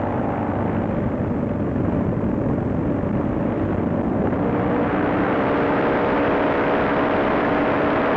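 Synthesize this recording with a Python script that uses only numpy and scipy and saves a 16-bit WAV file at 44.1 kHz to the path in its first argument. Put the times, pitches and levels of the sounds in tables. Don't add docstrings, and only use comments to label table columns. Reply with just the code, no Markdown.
import sys
import numpy as np
from scipy import signal
from scipy.fft import rfft, irfft, next_fast_len
from scipy.io import wavfile
from scipy.ndimage import uniform_filter1d, minimum_filter1d

SR = 44100
rng = np.random.default_rng(int(sys.argv[2]) if len(sys.argv) > 2 else 0)


def file_out(sig):
    cols = np.atleast_2d(sig).T
    lim = np.clip(cols, -1, 1)
    pcm = np.round(lim * 32767).astype(np.int16)
    wavfile.write(sys.argv[1], SR, pcm)


N = 359856
TIME = np.arange(N) / SR
CRUISE_HZ = 56


DRIVE_TONES = [(1, -48, -46, -46, -45, -52, -52), (2, -42, -48, -45, -38, -39, -43),
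               (3, -45, -44, -45, -33, -39, -42), (4, -38, -41, -36, -39, -31.5, -32),
               (5, -44, -35, -43, -29, -37, -41), (6, -46, -40, -33, -45, -30.5, -32.5),
               (7, -42, -44, -39.5, -37, -28.5, -32), (8, -39, -44, -40, -31, -31, -34),
               (9, -41, -47, -46, -42, -29, -29.5), (10, -39, -40, -45, -37, -37, -37),
               (11, -46, -46, -38.5, -43, -41, -39.5), (12, -38, -43, -45, -35, -44, -45),
               (13, -44, -54, -43.5, -47, -35, -37.5), (14, -37.5, -49, -47, -42, -41.5, -37.5),
               (15, -41, -56, -49, -51, -42.5, -37), (16, -43, -56, -51, -47, -45, -43),
               (18, -56, -59, -52, -51, -42, -43), (22, -57, -62, -58, -53, -46, -46),
               (24, -60, -65, -60, -54, -49, -49), (30, -66, -71, -67, -57, -53, -53),
               (36, -74, -80, -76, -66, -60, -60)]
# time in seconds, beam number from 0 (beach) to 5 (stern).
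BEAM_HEARD = [(.6, 0), (1.05, 1), (2.5, 1), (3.1, 2), (4.05, 2), (4.55, 3), (5.1, 3), (5.5, 4), (6.35, 4),
              (7.1, 5)]
def drive_engine(angle, speed, facing, waver_db, uneven_db, scatter):
    multiples, *beams = np.transpose(DRIVE_TONES)
    beam, = in_time(BEAM_HEARD)
    muffler_hz, width_hz, muffler_db = 479, 7.9, 3 * np.minimum(2 * facing, 1)
    hum = np.zeros(N)
    for k in np.r_[np.arange(1, 37), np.arange(1.5, 14)]:
        beam_levels = [np.interp(k, multiples, levels) for levels in beams]
        db = np.interp(beam, np.arange(len(beams)), beam_levels)
        db += muffler_db / (1 + ((k * speed - muffler_hz) / width_hz) ** 2)
        db += uneven_db * (k % 1 > 0) + waver_db * drift(7.6)
        hum += from_db(db) * shaft_tone(angle, k, scatter)
    speed_db = np.log2(speed / CRUISE_HZ)
    idle_dip_db = swell(centre_s=1.8, length_s=0.27)
    return hum * from_db(2 + speed_db - idle_dip_db)


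# time in seconds, level in dB.
SLAP_LEVEL = [(0, -16), (.27, -28.5), (.55, -18), (.85, -28), (1.1, -40.5), (3.2, -33), (4.2, -26),
              (5.5, -24.5)]
# start in seconds, level in dB.
EXTRA_SLAPS = [(.256, -20), (.291, -15), (.381, -9), (.841, -16), (1.089, -19), (1.247, -19), (2.64, -23),
               (3.278, -21), (3.527, -18), (3.731, -13), (4.273, -11), (4.329, -17)]
# pitch in Hz, level in dB, seconds to fade by 60 dB.
CAGE_RING = [(800, 0.5, 0.014), (1180, -6, 0.0071), (1850, -11.5, .003)]
def blade_slap(angle, uneven_db):
    passes = np.diff(np.floor(angle / (2 * np.pi)), prepend=0)
    strength = from_db(in_time(SLAP_LEVEL)[0] + uneven_db * drift(69))
    puffs = passes * strength + clicks_at(EXTRA_SLAPS) + 1e-18
    soften = signal.butter(3, 2000, fs=SR, output="sos")
    return ring(signal.sosfilt(soften, puffs), CAGE_RING)


def blade_flow(angle, lift_angle, chop, lift_chop):
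    pulse = ((1 + np.cos(angle)) / 2) ** 6
    return np.exp(chop * pulse + lift_chop * np.cos(2 * lift_angle))


# frequency in Hz, relative level in dB.
RUSH_COLOUR = [(25, 0.5), (100, -9.5), (170, 4.5), (250, 6), (380, 6.5), (600, 4.5), (850, 2.5), (1200, -1),
               (1700, -3.5), (2400, -12.5), (3100, -22), (4000, -36), (5200, -51), (8000, -66.5)]
# time in seconds, change in dB.
RUSH_TREBLE = [(1, 1), (1.15, -1), (1.6, 1), (2.1, 2), (2.6, 1), (3.7, 1), (3.85, -0.5), (4.15, -3.5),
               (4.4, -2), (4.9, 0.2), (5.6, 1), (6.6, 1)]
def propeller_rush(flow, treble_from_hz=1100):
    roar = air_noise(RUSH_COLOUR, flow)
    highs_only = signal.butter(3, treble_from_hz, "high", fs=SR, output="sos")
    treble = signal.sosfiltfilt(highs_only, roar)
    return roar + (from_db(in_time(RUSH_TREBLE)[0]) - 1) * treble


# multiple of its speed, level in dB facing bow, side and stern.
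LIFT_TONES = [(1, -48, -52, -55), (1.5, -47, -50, -53), (2, -36, -38.5, -45), (2.5, -42, -41, -50),
              (3.5, -41, -44, -51), (4, -43, -37, -47), (4.5, -36, -38, -40), (5, -34.5, -35.5, -34),
              (6, -33.5, -28.2, -27.3), (6.5, -45, -41, -42), (7, -45, -48, -47), (9, -49, -46, -43),
              (12, -37.8, -41, -39), (18, -53, -44, -41), (24, -55, -53, -48)]
def lift_engine(angle, facing, waver_db, scatter):
    drone = np.zeros(N)
    for multiple, *levels in LIFT_TONES:
        db = np.interp(facing, [0, .5, 1], levels) + waver_db * drift(3.4)
        drone += from_db(db) * shaft_tone(angle, multiple, scatter)
    return drone


# frequency in Hz, relative level in dB.
CUSHION_COLOUR = [(20, -18.5), (40, -13.5), (65, -1.5), (110, 3), (170, 0.5), (250, 3.5), (340, -2),
                  (430, -7), (560, -5), (720, -15.5), (1100, -19), (2500, -62.5)]
def air_cushion(angle, eddies, throb, beat, gust_db):
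    pulsing = 1 + throb * np.cos(angle / 2) + beat * np.cos(angle)
    return air_noise(CUSHION_COLOUR, pulsing * from_db(gust_db * eddies))


# time in seconds, change in dB.
CUSHION_RISE = [(.45, -5.5), (.62, 0)]
# middle in seconds, length in seconds, dB added to the cushion, dB added to the rush.
WASH_GUSTS = [(0.662, 0.049, -1.5, 0.5), (1.907, 0.12, 2, 4), (2.491, 0.03, 5, 2.5), (3.742, 0.023, 6, 1.5),
              (4.208, 0.051, 0.5, 3), (4.265, 0.024, 6, 4), (4.334, 0.015, 8, 6)]
def air_levels(octaves, facing):
    shore_db = 2.5 * swell(centre_s=2.4, length_s=0.57)
    cushion_db = -22.5 + shore_db - 6 * facing ** 2 + in_time(CUSHION_RISE)[0]
    propeller_in_view = np.clip((facing - 0.15) / 0.45, 0, 1)
    rush_db = -31 + 11 * octaves + 8 * propeller_in_view
    for s, length, on_cushion_db, on_rush_db in WASH_GUSTS:
        gust = swell(s, length)
        cushion_db += on_cushion_db * gust
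        rush_db += on_rush_db * gust
    return cushion_db, rush_db


# start in seconds, pitch in Hz, level in dB.
LOW_THUDS = [(1.059, 120, -12), (1.393, 236, -15), (1.508, 161, -13), (1.872, 235, -7.5), (2.088, 215, -19),
             (2.466, 148, -7), (2.912, 283, -12.5), (3.155, 124, -12), (3.784, 153, -19),
             (4.196, 205, -6.5)]
def low_thuds(fade_s=0.078, soften_above_hz=400):
    thuds = sum(ring(clicks_at([(s, db)]), [(hz, 0, fade_s)]) for s, hz, db in LOW_THUDS)
    return signal.sosfilt(signal.butter(2, soften_above_hz, fs=SR, output="sos"), thuds)


# time in seconds, level in dB.
DRAG_LEVEL = [(0, -30), (.6, -33.5), (1, -47), (1.4, -49.5), (2.5, -50), (3, -69)]
# frequency in Hz, relative level in dB.
SAND_COLOUR = [(300, -18), (520, -1), (800, 6), (1100, -2.5), (1600, -15), (3000, -49)]
def sand_drag(flow):
    return from_db(in_time(DRAG_LEVEL)[0]) * air_noise(SAND_COLOUR, flow)


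# frequency in Hz, relative level in dB.
HISS_COLOUR = [(1500, 1.5), (2600, 5.5), (3400, -1.5), (4200, -11), (5200, -18), (7500, -36)]
def blade_tips(flow, octaves, facing):
    return from_db(-60 + 15.5 * octaves + 17.5 * facing) * air_noise(HISS_COLOUR, flow)


# middle in seconds, length in seconds, level in dB.
SPRAY_BURSTS = [(3.62, .13, -54)]
def water_spray(flow):
    loudness = sum(from_db(db) * swell(s, length) for s, length, db in SPRAY_BURSTS)
    return loudness * air_noise(HISS_COLOUR, flow)


# start in seconds, level in dB.
FITTING_TAPS = [(1.273, -36), (1.493, -34), (6.1044, -24.5)]
# pitch in Hz, level in dB, seconds to fade by 60 dB.
FITTING_RING = [(1910, -18, 0.018), (2560, -3, 0.018), (3250, -27, .02)]
def loose_fittings():
    return ring(clicks_at(FITTING_TAPS), FITTING_RING)


def from_db(db):
    return 10 ** (np.asarray(db) / 20)


def rms_one(x):
    return x / np.sqrt(np.mean(x ** 2) + 1e-20)


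def in_time(rows):
    s, *columns = np.transpose(rows)
    return [np.interp(TIME, s, column) for column in columns]


def swell(centre_s, length_s):
    return np.exp(-((TIME - centre_s) / length_s) ** 2)


def drift(rate_hz):
    r = np.exp(-80 * np.pi * rate_hz / SR)
    noise = rng.standard_normal(N // 40 + 2002)
    slow = signal.lfilter([1], [1, -2 * r, r * r], noise)[2000:]
    return np.interp(np.arange(N) / 40, np.arange(len(slow)), rms_one(slow))


def air_noise(colour, flow):
    noise = rng.standard_normal(N) * flow
    size = next_fast_len(N)
    hz = np.maximum(np.arange(size // 2 + 1) * SR / size, 1)
    colour_hz, colour_db = np.transpose(colour)
    gain = from_db(np.interp(np.log(hz), np.log(colour_hz), colour_db))
    bass_fade = np.minimum(hz / colour_hz[0], 1) ** 2
    return rms_one(irfft(rfft(noise, size) * bass_fade * gain, size)[:N])


def shaft_angle(speed, jitter):
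    return 2 * np.pi * np.cumsum(speed * (1 + jitter * drift(14.4))) / SR


def shaft_tone(angle, multiple, scatter):
    return np.sqrt(2) * np.sin(multiple * angle + rng.uniform(0, 2 * np.pi) + scatter * drift(29))


def clicks_at(rows):
    clicks = np.zeros(N)
    for s, db in rows:
        clicks[round(s * SR)] = from_db(db)
    return clicks


def ring(clicks, tones):
    out = np.zeros(N)
    for hz, db, fade_s in tones:
        decay, step = from_db(-60 / (fade_s * SR)), 2 * np.pi * hz / SR
        feedback = [1, -2 * decay * np.cos(step), decay * decay]
        out += from_db(db) * signal.lfilter([0, np.sin(step)], feedback, clicks + 1e-18)
    return out


# time in seconds, turns per second.
DRIVE_TURNS = [(0.0, 55.7), (0.8, 56.4), (1.3, 48.0), (1.7, 44.1), (2.2, 39.7), (2.65, 42.7), (3.3, 51.2),
               (3.9, 56.4), (4.25, 57.8), (4.5, 59.1), (4.87, 60.4), (5.14, 62.5), (5.4, 65.3),
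               (5.75, 67.5), (6.1, 68.7), (6.82, 70.2), (8.16, 70.7)]
LIFT_TURNS = [(0, 48.8), (2.9, 48.7), (3.3, 48), (5.2, 47.7), (6, 48.4), (8.16, 49.2)]
# time in seconds, direction (0 bow, 0.5 side, 1 propeller).
MIC_FACING = [(0, 0), (3.6, 0), (4.2, .05), (4.52, .43), (5.05, .67), (5.6, 1)]
def scene():
    speed, = in_time(DRIVE_TURNS)
    facing, = in_time(MIC_FACING)
    octaves = np.log2(speed / CRUISE_HZ)
    cushion_db, rush_db = air_levels(octaves, facing)
    drive_angle = shaft_angle(speed, jitter=0.0014)
    lift_angle = shaft_angle(in_time(LIFT_TURNS)[0], jitter=0.0022)
    eddies = drift(61)
    drive = drive_engine(drive_angle, speed, facing, waver_db=1.1, uneven_db=-17, scatter=.16)
    slap = blade_slap(drive_angle, uneven_db=-0.5)
    lift = from_db(2.0) * lift_engine(lift_angle, facing, waver_db=1.85, scatter=0.14)
    cushion = from_db(cushion_db) * air_cushion(lift_angle, eddies, throb=0.3, beat=0.28, gust_db=1.0)
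    chop = .65 - 0.11 * facing
    flow = blade_flow(drive_angle, lift_angle, chop, lift_chop=0.061) * from_db(0.22 * eddies)
    rush = from_db(rush_db) * propeller_rush(flow)
    hisses = blade_tips(flow, octaves, facing) + sand_drag(flow) + water_spray(flow)
    return (drive + slap + lift + cushion + rush + hisses + loose_fittings() + low_thuds())[None]


# middle in seconds, length in seconds.
WIND_HITS = [(1.581, 0.0049), (2.201, 0.0031), (3.123, 0.0064), (3.388, 0.0043), (3.765, 0.0051),
             (4.234, 0.0054), (4.293, 0.0055), (4.379, 0.005), (7.728, 0.0033)]
def wind_overload(x, wind_db, hit_pressure):
    pressure = from_db(wind_db) * np.abs(drift(96))
    for s, length in WIND_HITS:
        pressure = np.maximum(pressure, hit_pressure * swell(s, length / 2))
    return x / (1 + pressure ** 4)


def limiter(x, ceiling_db, hold_s):
    size = int(hold_s * SR)
    gain = (1 + (x / from_db(ceiling_db)) ** 12) ** (-1 / 12)
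    held = minimum_filter1d(gain, size)
    return x * uniform_filter1d(uniform_filter1d(held, size // 2), size // 2)


def record(dry):
    bass_cut_hz, whine_hz, treble_cut_hz = 28, 6667, 7900
    x = wind_overload(dry * from_db(-1.08), wind_db=-6.5, hit_pressure=3.1)
    x = limiter(x, ceiling_db=-12.3, hold_s=.0016)
    x = signal.sosfilt(signal.butter(2, bass_cut_hz, "high", fs=SR, output="sos"), x)
    hiss = from_db(-65) * rng.standard_normal(N)
    whine = from_db(-86) * np.sqrt(2) * np.sin(2 * np.pi * whine_hz * TIME)
    return signal.sosfilt(signal.ellip(10, .2, 80, treble_cut_hz, fs=SR, output="sos"), x + hiss + whine)


dry = scene()
out = record(dry)
file_out(out)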